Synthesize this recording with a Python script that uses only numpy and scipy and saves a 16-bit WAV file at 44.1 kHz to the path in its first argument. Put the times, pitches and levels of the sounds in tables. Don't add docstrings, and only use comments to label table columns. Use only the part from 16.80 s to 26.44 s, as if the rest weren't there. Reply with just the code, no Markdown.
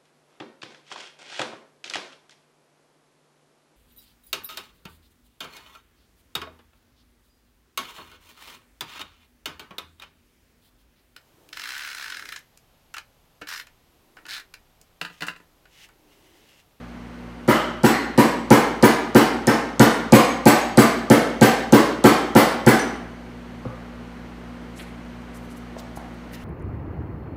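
import sys
import numpy as np
from scipy import signal
from scipy.io import wavfile

SR = 44100
rng = np.random.default_rng(int(sys.argv[2]) if len(sys.argv) > 2 else 0)


def generate_wav(signal):
    frames = np.transpose(np.atleast_2d(signal))
    scaled = np.clip(frames, -1, 1) * 32767
    pcm = np.round(scaled).astype(np.int16)
    wavfile.write(sys.argv[1], SR, pcm)


def boost_factor(decibels):
    exponent = np.asarray(decibels, float) / 20
    return 10 ** exponent


N = 425124


def rms_one(x):
    return x / np.sqrt(np.mean(x ** 2) + 1e-20)


def at_hz(points, hz):
    table_hz, values = np.array(points).T
    return np.interp(np.log(hz), np.log(table_hz), values)


def clicks(times_s, sizes):
    out = np.full(N, 1e-18)
    np.add.at(out, (np.asarray(times_s) * SR).astype(int), sizes)
    return out


def ring(x, hz, t60_s):
    radius = boost_factor(-60 / (t60_s * SR))
    angle = 2 * np.pi * hz / SR
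    return signal.lfilter([0, np.sin(angle)], [1, -2 * radius * np.cos(angle), radius * radius], x)


def butter(x, hz, kind):
    return signal.sosfilt(signal.butter(2, hz, kind, fs=SR, output="sos"), x)


def decay(x, tau_s):
    return signal.lfilter([1], [1, -np.exp(-1 / (tau_s * SR))], x)


def through(x, response):
    return signal.fftconvolve(x, response)[:N]


def noise_bands(spectrum, size, shape):
    white = rng.standard_normal((2, size))
    edges_hz = 35 * 2 ** np.arange(0, 9.3, .5)
    middles_hz = np.sqrt(edges_hz[1:] * edges_hz[:-1])
    out = 0
    for k, hz in enumerate(middles_hz):
        band = butter(white[k % 2], edges_hz[k:k + 2], "band")
        out = out + boost_factor(at_hz(spectrum, hz)) * shape(hz) * band
    return out


def echoes(spectrum, rise_s):
    # pitch_hz, t60_s
    room_decay = [(80, 0.28), (210, 0.74), (560, 0.73), (1470, 0.76), (3880, 0.65), (8000, 0.48),
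                  (15000, 0.27)]
    t = np.arange(SR) / SR
    tail = noise_bands(spectrum, SR, lambda hz: boost_factor(-60 * t / at_hz(room_decay, hz)))
    tail = tail * (1 - np.exp(-t / rise_s))
    return tail / np.sqrt(np.sum(tail ** 2))


def hops(effort, per_s, fall_s, spread_db):
    heights_db = spread_db * np.minimum(rng.exponential(1, N), 4)
    sizes = boost_factor(heights_db) * rng.choice([-1, 1], N)
    landed = rng.random(N) < per_s / SR
    swell = decay(effort, fall_s) - decay(effort, 0.0068)
    return swell * sizes * landed


def struck(landings, modes):
    dealt = rng.integers(0, len(modes), N)
    out = 0
    for k, (hz, db, t60_s) in enumerate(modes):
        out = out + boost_factor(db) * ring(landings * (dealt == k) + 1e-18, hz, t60_s)
    return out


def machines():
    # pitch_hz, level_db (rms)
    hum_lines = [(57.9, -44), (115.7, -55), (120.0, -52), (173.5, -47), (240.1, -43), (289.2, -58),
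                 (480.0, -59)]
    # pitch_hz, level_db (per Hz)
    fan_spectrum = [(28, -35), (55, -2), (124, -17.5), (243, -3), (380, -7.5), (1700, -15), (7600, -38.5),
                    (15500, -47.5)]
    fan_db = -44.5
    t = np.arange(N) / SR
    out = boost_factor(fan_db + 1.5) * rms_one(noise_bands(fan_spectrum, N, lambda hz: 1))
    for hz, db in hum_lines:
        waver = rms_one(decay(decay(rng.standard_normal(N), 0.017), 0.017))
        tone = np.sqrt(2) * np.sin(2 * np.pi * (hz * t + rng.random()))
        out += boost_factor(db + 0.42 * waver) * tone
    return out


def crack(s, crack_db):
    touched_s = s - .0023
    slap = np.exp(-np.arange(round(0.004 * SR)) / (0.0017 * SR))
    burst = through(clicks(touched_s, boost_factor(crack_db + 1.5)), slap) * rng.standard_normal(N)
    bright = butter(burst, [3800, 9500], "band")
    tail = through(bright, echoes([(100, 11.0), (16000, -13.0)], rise_s=0.00045))
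    return bright + boost_factor(2.5) * tail


def boom(s, boom_db, thud_db):
    # pitch_hz, level_db, t60_s, push 1 or pull -1 toward the microphone
    bench_modes = [(96, -14, 0.2, 1), (112, -6, 0.2, 1), (126, 3.5, 0.18, -1), (152, -11, 0.1, 1),
                   (172, -12, 0.2, 1), (184, -3, 0.17, 1), (202, -5, 0.3, -1), (219, 5, 0.16, 1),
                   (240, -16, 0.6, -1), (264, -6, 0.14, -1), (280, -16, 0.39, -1), (287, 3, 0.3, -1),
                   (297, -11, 0.5, 1), (332, -6, 0.25, 1)]
    # pitch_hz, level_db, t60_s, push 1 or pull -1
    upper_bench_modes = [(351, -3, 0.23, -1), (389, -12, 0.45, 1), (470, -17, 0.4, 1), (492, -1, 0.26, -1),
                         (500, -15, 0.7, -1), (544, -6, 0.26, 1), (562, -9, 0.21, 1), (614, -8, 0.1, 1),
                         (687, -8, 0.09, 1), (714, -10, 0.3, -1), (760, -5, 0.15, 1), (810, -10, 0.15, -1),
                         (850, -7, 0.16, 1)]
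    # pitch_hz, level_db (per Hz)
    thud_spectrum = [(60, -48), (110, -20), (200, -3), (420, -5), (984, -13), (1900, -18.5), (2900, -30),
                     (8000, -39)]
    modes = bench_modes + upper_bench_modes
    uneven_db = rng.normal(0, 1.5, (len(s), len(modes)))
    wood = 0
    for (hz, db, t60_s, sign), chance_db in zip(modes, uneven_db.T):
        wood = wood + sign * ring(clicks(s, boost_factor(boom_db + db + chance_db - 12)), hz, t60_s)
    push = clicks(s - .001, boost_factor(thud_db + 22))
    slip = .08 * decay(push, .012) * rng.standard_normal(N)
    drive = butter(push, 673, "low") + butter(slip, 537, "high")
    thud = through(drive, echoes(thud_spectrum, rise_s=0.0013))
    return butter(wood, 2100, "low") + butter(butter(thud, 95, "high"), 95, "high")


def clatter(s, clatter_db):
    # pitch_hz, level_db, t60_s
    spindle_modes = [(620, -3, .04), (790, 0, .05), (850, -1, .04), (1060, -2, .04), (1170, -1, .04),
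                     (1330, -3, .03), (1530, -4, .03), (1780, -4, .03), (1910, -9, .04), (2400, -12, .015),
                     (2900, -10, .02), (3150, -10, .02), (3700, -13, .015)]
    effort = clicks(s + 0.0067, boost_factor(clatter_db - 6.5))
    landings = hops(effort, per_s=2500.0, fall_s=0.032, spread_db=4.0)
    wood = boost_factor(-5) * struck(landings, spindle_modes) + boost_factor(13) * butter(landings, [600, 5000], "band")
    return wood + boost_factor(3) * through(wood, echoes([(100, 1.0), (16000, -4.0)], rise_s=0.0089))


def rattle(s, rattle_db):
    # pitch_hz, level_db, t60_s
    tool_modes = [(4460, -5, .06), (5300, -10, .05), (5600, -9, .06), (6524, -8, .07), (7760, -5, .06),
                  (9310, -6, .05), (9940, -5, .06), (10600, -7, .07), (12100, -2, .07), (12835, -6, .04),
                  (13200, -8, .06), (13800, -12, .05), (15000, -7, .06), (15300, -9, .05)]
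    # pitch_hz, level_db (per Hz)
    rattle_spectrum = [(1180, -6), (2000, 1), (2280, -5.5), (5830, -27.5), (9580, 5), (11100, -18),
                       (12500, -30), (16000, -67)]
    effort = clicks(s + 0.007, boost_factor(rattle_db))
    landings = hops(effort, per_s=4200.0, fall_s=0.024, spread_db=0.5)
    close = boost_factor(7) * butter(landings, [3000, 15000], "band")
    wet = boost_factor(7.0) * through(landings, echoes(rattle_spectrum, rise_s=0.0072))
    steel = boost_factor(-10.5) * struck(hops(effort, per_s=1500.0, fall_s=0.03, spread_db=3.0), tool_modes)
    steel_tail = boost_factor(-3) * through(steel, echoes([(100, 0), (16000, -1)], rise_s=.005))
    return close + wet + steel + steel_tail


def clinks():
    # start_s, level_db, pitch_hz
    touches = [(.70, -45, 12150), (.745, -48, 7700), (1.40, -37, 12150), (1.445, -40, 7800),
               (2.675, -27, 5290), (2.699, -35, 5330), (3.35, -36, 12150), (3.355, -24, 7800),
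               (3.405, -50, 7800), (3.49, -39, 6520), (3.672, -22, 7650), (3.675, -24, 9940),
               (3.68, -21, 12830), (3.70, -24, 7860), (3.815, -35, 6630), (4.63, -23, 7770),
               (5.59, -39, 7760), (5.994, -32, 5930), (5.997, -34, 8820)]
    rings = 0
    for s, db, hz in touches:
        t60_s = 0.34 * (7000 / hz) * 2 ** (-(db + 43.5) / 11.0)
        rings = rings + ring(clicks([s], boost_factor(db)), hz, t60_s)
        rings = rings + ring(clicks([s], boost_factor(db - 6)), hz * 1.006, t60_s)
    return rings + boost_factor(-6) * through(rings, echoes([(100, 0), (16000, -1)], rise_s=.005))


def knocks():
    # start_s, level_db, pitch_hz
    bumps = [(.708, -18, 2920), (.712, -6, 1300), (.76, -18, 3050), (1.064, -10, 1490), (1.066, -27, 3760),
             (1.141, -12.5, 1966), (1.142, -23, 4200), (5.275, -20, 3200), (5.59, -23, 2900),
             (7.999, -36, 2300), (8.9668, -21.5, 635), (9.1735, -20.5, 750), (9.174, -21.5, 330),
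             (9.514, -36, 1900), (9.535, -39, 2800)]
    # pitch_hz, level_db, t60_s
    mallet_modes = [(120, -24, 0.21), (190, -27, .07), (260, -25, 0.073), (400, -34, 0.067),
                    (514, -25.5, 0.074), (840, -30, 0.024), (1200, -30, 0.025)]
    mallet_down_s, settle_s = 6.852, 0.00084
    rings = 0
    for s, db, hz in bumps:
        t60_s = 0.012 * (1000 / hz) ** 0.087
        rings = rings + ring(clicks([s], -boost_factor(db)), hz, t60_s)
    top_hz = mallet_modes[-1][0]
    for hz, db, t60_s in mallet_modes:
        s = mallet_down_s + settle_s * np.log2(top_hz / hz) ** 2
        rings = rings + ring(clicks([s], -boost_factor(db)), hz, t60_s)
    room = echoes([(100, -8), (400, -6), (16000, -10)], rise_s=0.004)
    return rings + boost_factor(2.5) * through(butter(rings, 980, "high"), room)


def slides():
    # start_s, level_db (rms), length_s, lowest_hz
    strokes = [(7.938, -49, 0.038, 3900), (7.97, -39, 0.029, 1500), (7.963, -51, 0.046, 4500),
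               (8.03, -63, .05, 4500), (8.41, -62, .008, 3500), (8.52, -54, .03, 4500),
               (8.546, -54, 0.023, 5000), (8.6, -63, .04, 6000), (8.66, -56, .05, 4500),
               (8.744, -54, .027, 5500), (8.964, -44.5, 0.026, 3200), (8.968, -54, 0.028, 7500),
               (9.147, -47, 0.019, 4740), (9.15, -62, .022, 9000), (9.337, -59, 0.0064, 7500),
               (9.515, -45, .028, 2820), (9.504, -47, .035, 5960), (9.56, -62, .05, 5000)]
    out = np.zeros(N)
    grain = rng.standard_normal(N) * boost_factor(6.6 * rng.standard_normal(N))
    for s, db, length_s, low_hz in strokes:
        at, size = round(s * SR), round(length_s * 2.24 * SR)
        swell = np.hanning(size) ** 2
        high_hz = min(low_hz * 2.63, 15000)
        hiss = butter(grain[at:at + size], [low_hz, high_hz], "band")
        out[at:at + size] += boost_factor(db) * rms_one(hiss) * swell[:len(hiss)]
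    return out + boost_factor(-10) * through(out, echoes([(100, 0), (16000, -3)], rise_s=.008))


def scene():
    # start_s, force_db, loose_db (how freely things hop), square_db (squareness of the face)
    blows = [(0.6799, -7, -6, -4), (1.0362, -5.5, 0, -1), (1.3789, -3.5, -2.5, 3), (1.7065, 0, 0.5, 5),
             (2.0279, -1.5, -0.5, 2), (2.3499, -1.5, 0, 0), (2.6723, -7, -23, 10), (2.9977, 0, 0, 7),
             (3.3245, 3, 3, 2), (3.6585, -1, 3, 4), (3.9755, 0.5, 2.5, 4.5), (4.3023, -1, -2, 7),
             (4.614, -0.5, 2, 2), (4.9258, -0.5, -1, 3.5), (5.2423, -0.5, 1.5, 6), (5.5535, -1, 2, 0),
             (5.8664, -2.5, 1.5, 5)]
    s, force_db, loose_db, square_db = np.transpose(blows)
    crack_db = -15.5 + force_db + square_db
    thud_db = 0.85 + 0.4 * force_db
    rattle_db = -16.5 + loose_db
    clatter_db = -18 + np.maximum(0.98 * loose_db, -5) - 0.16 * square_db
    hits = crack(s, crack_db) + boom(s, force_db, thud_db)
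    loose = clatter(s, clatter_db) + rattle(s, rattle_db) + clinks()
    return (machines() + hits + loose + knocks() + slides())[None]


def band_limit(x):
    return signal.sosfilt(signal.butter(12, 16450, fs=SR, output="sos"), x)


def record(dry):
    clipped = np.clip(butter(dry, 50, "high"), -1, 1)
    top_cut = signal.cheby2(22, 60, 15920, fs=SR, output="sos")
    return band_limit(signal.sosfilt(top_cut, clipped))


dry = scene()
out = record(dry)
generate_wav(out)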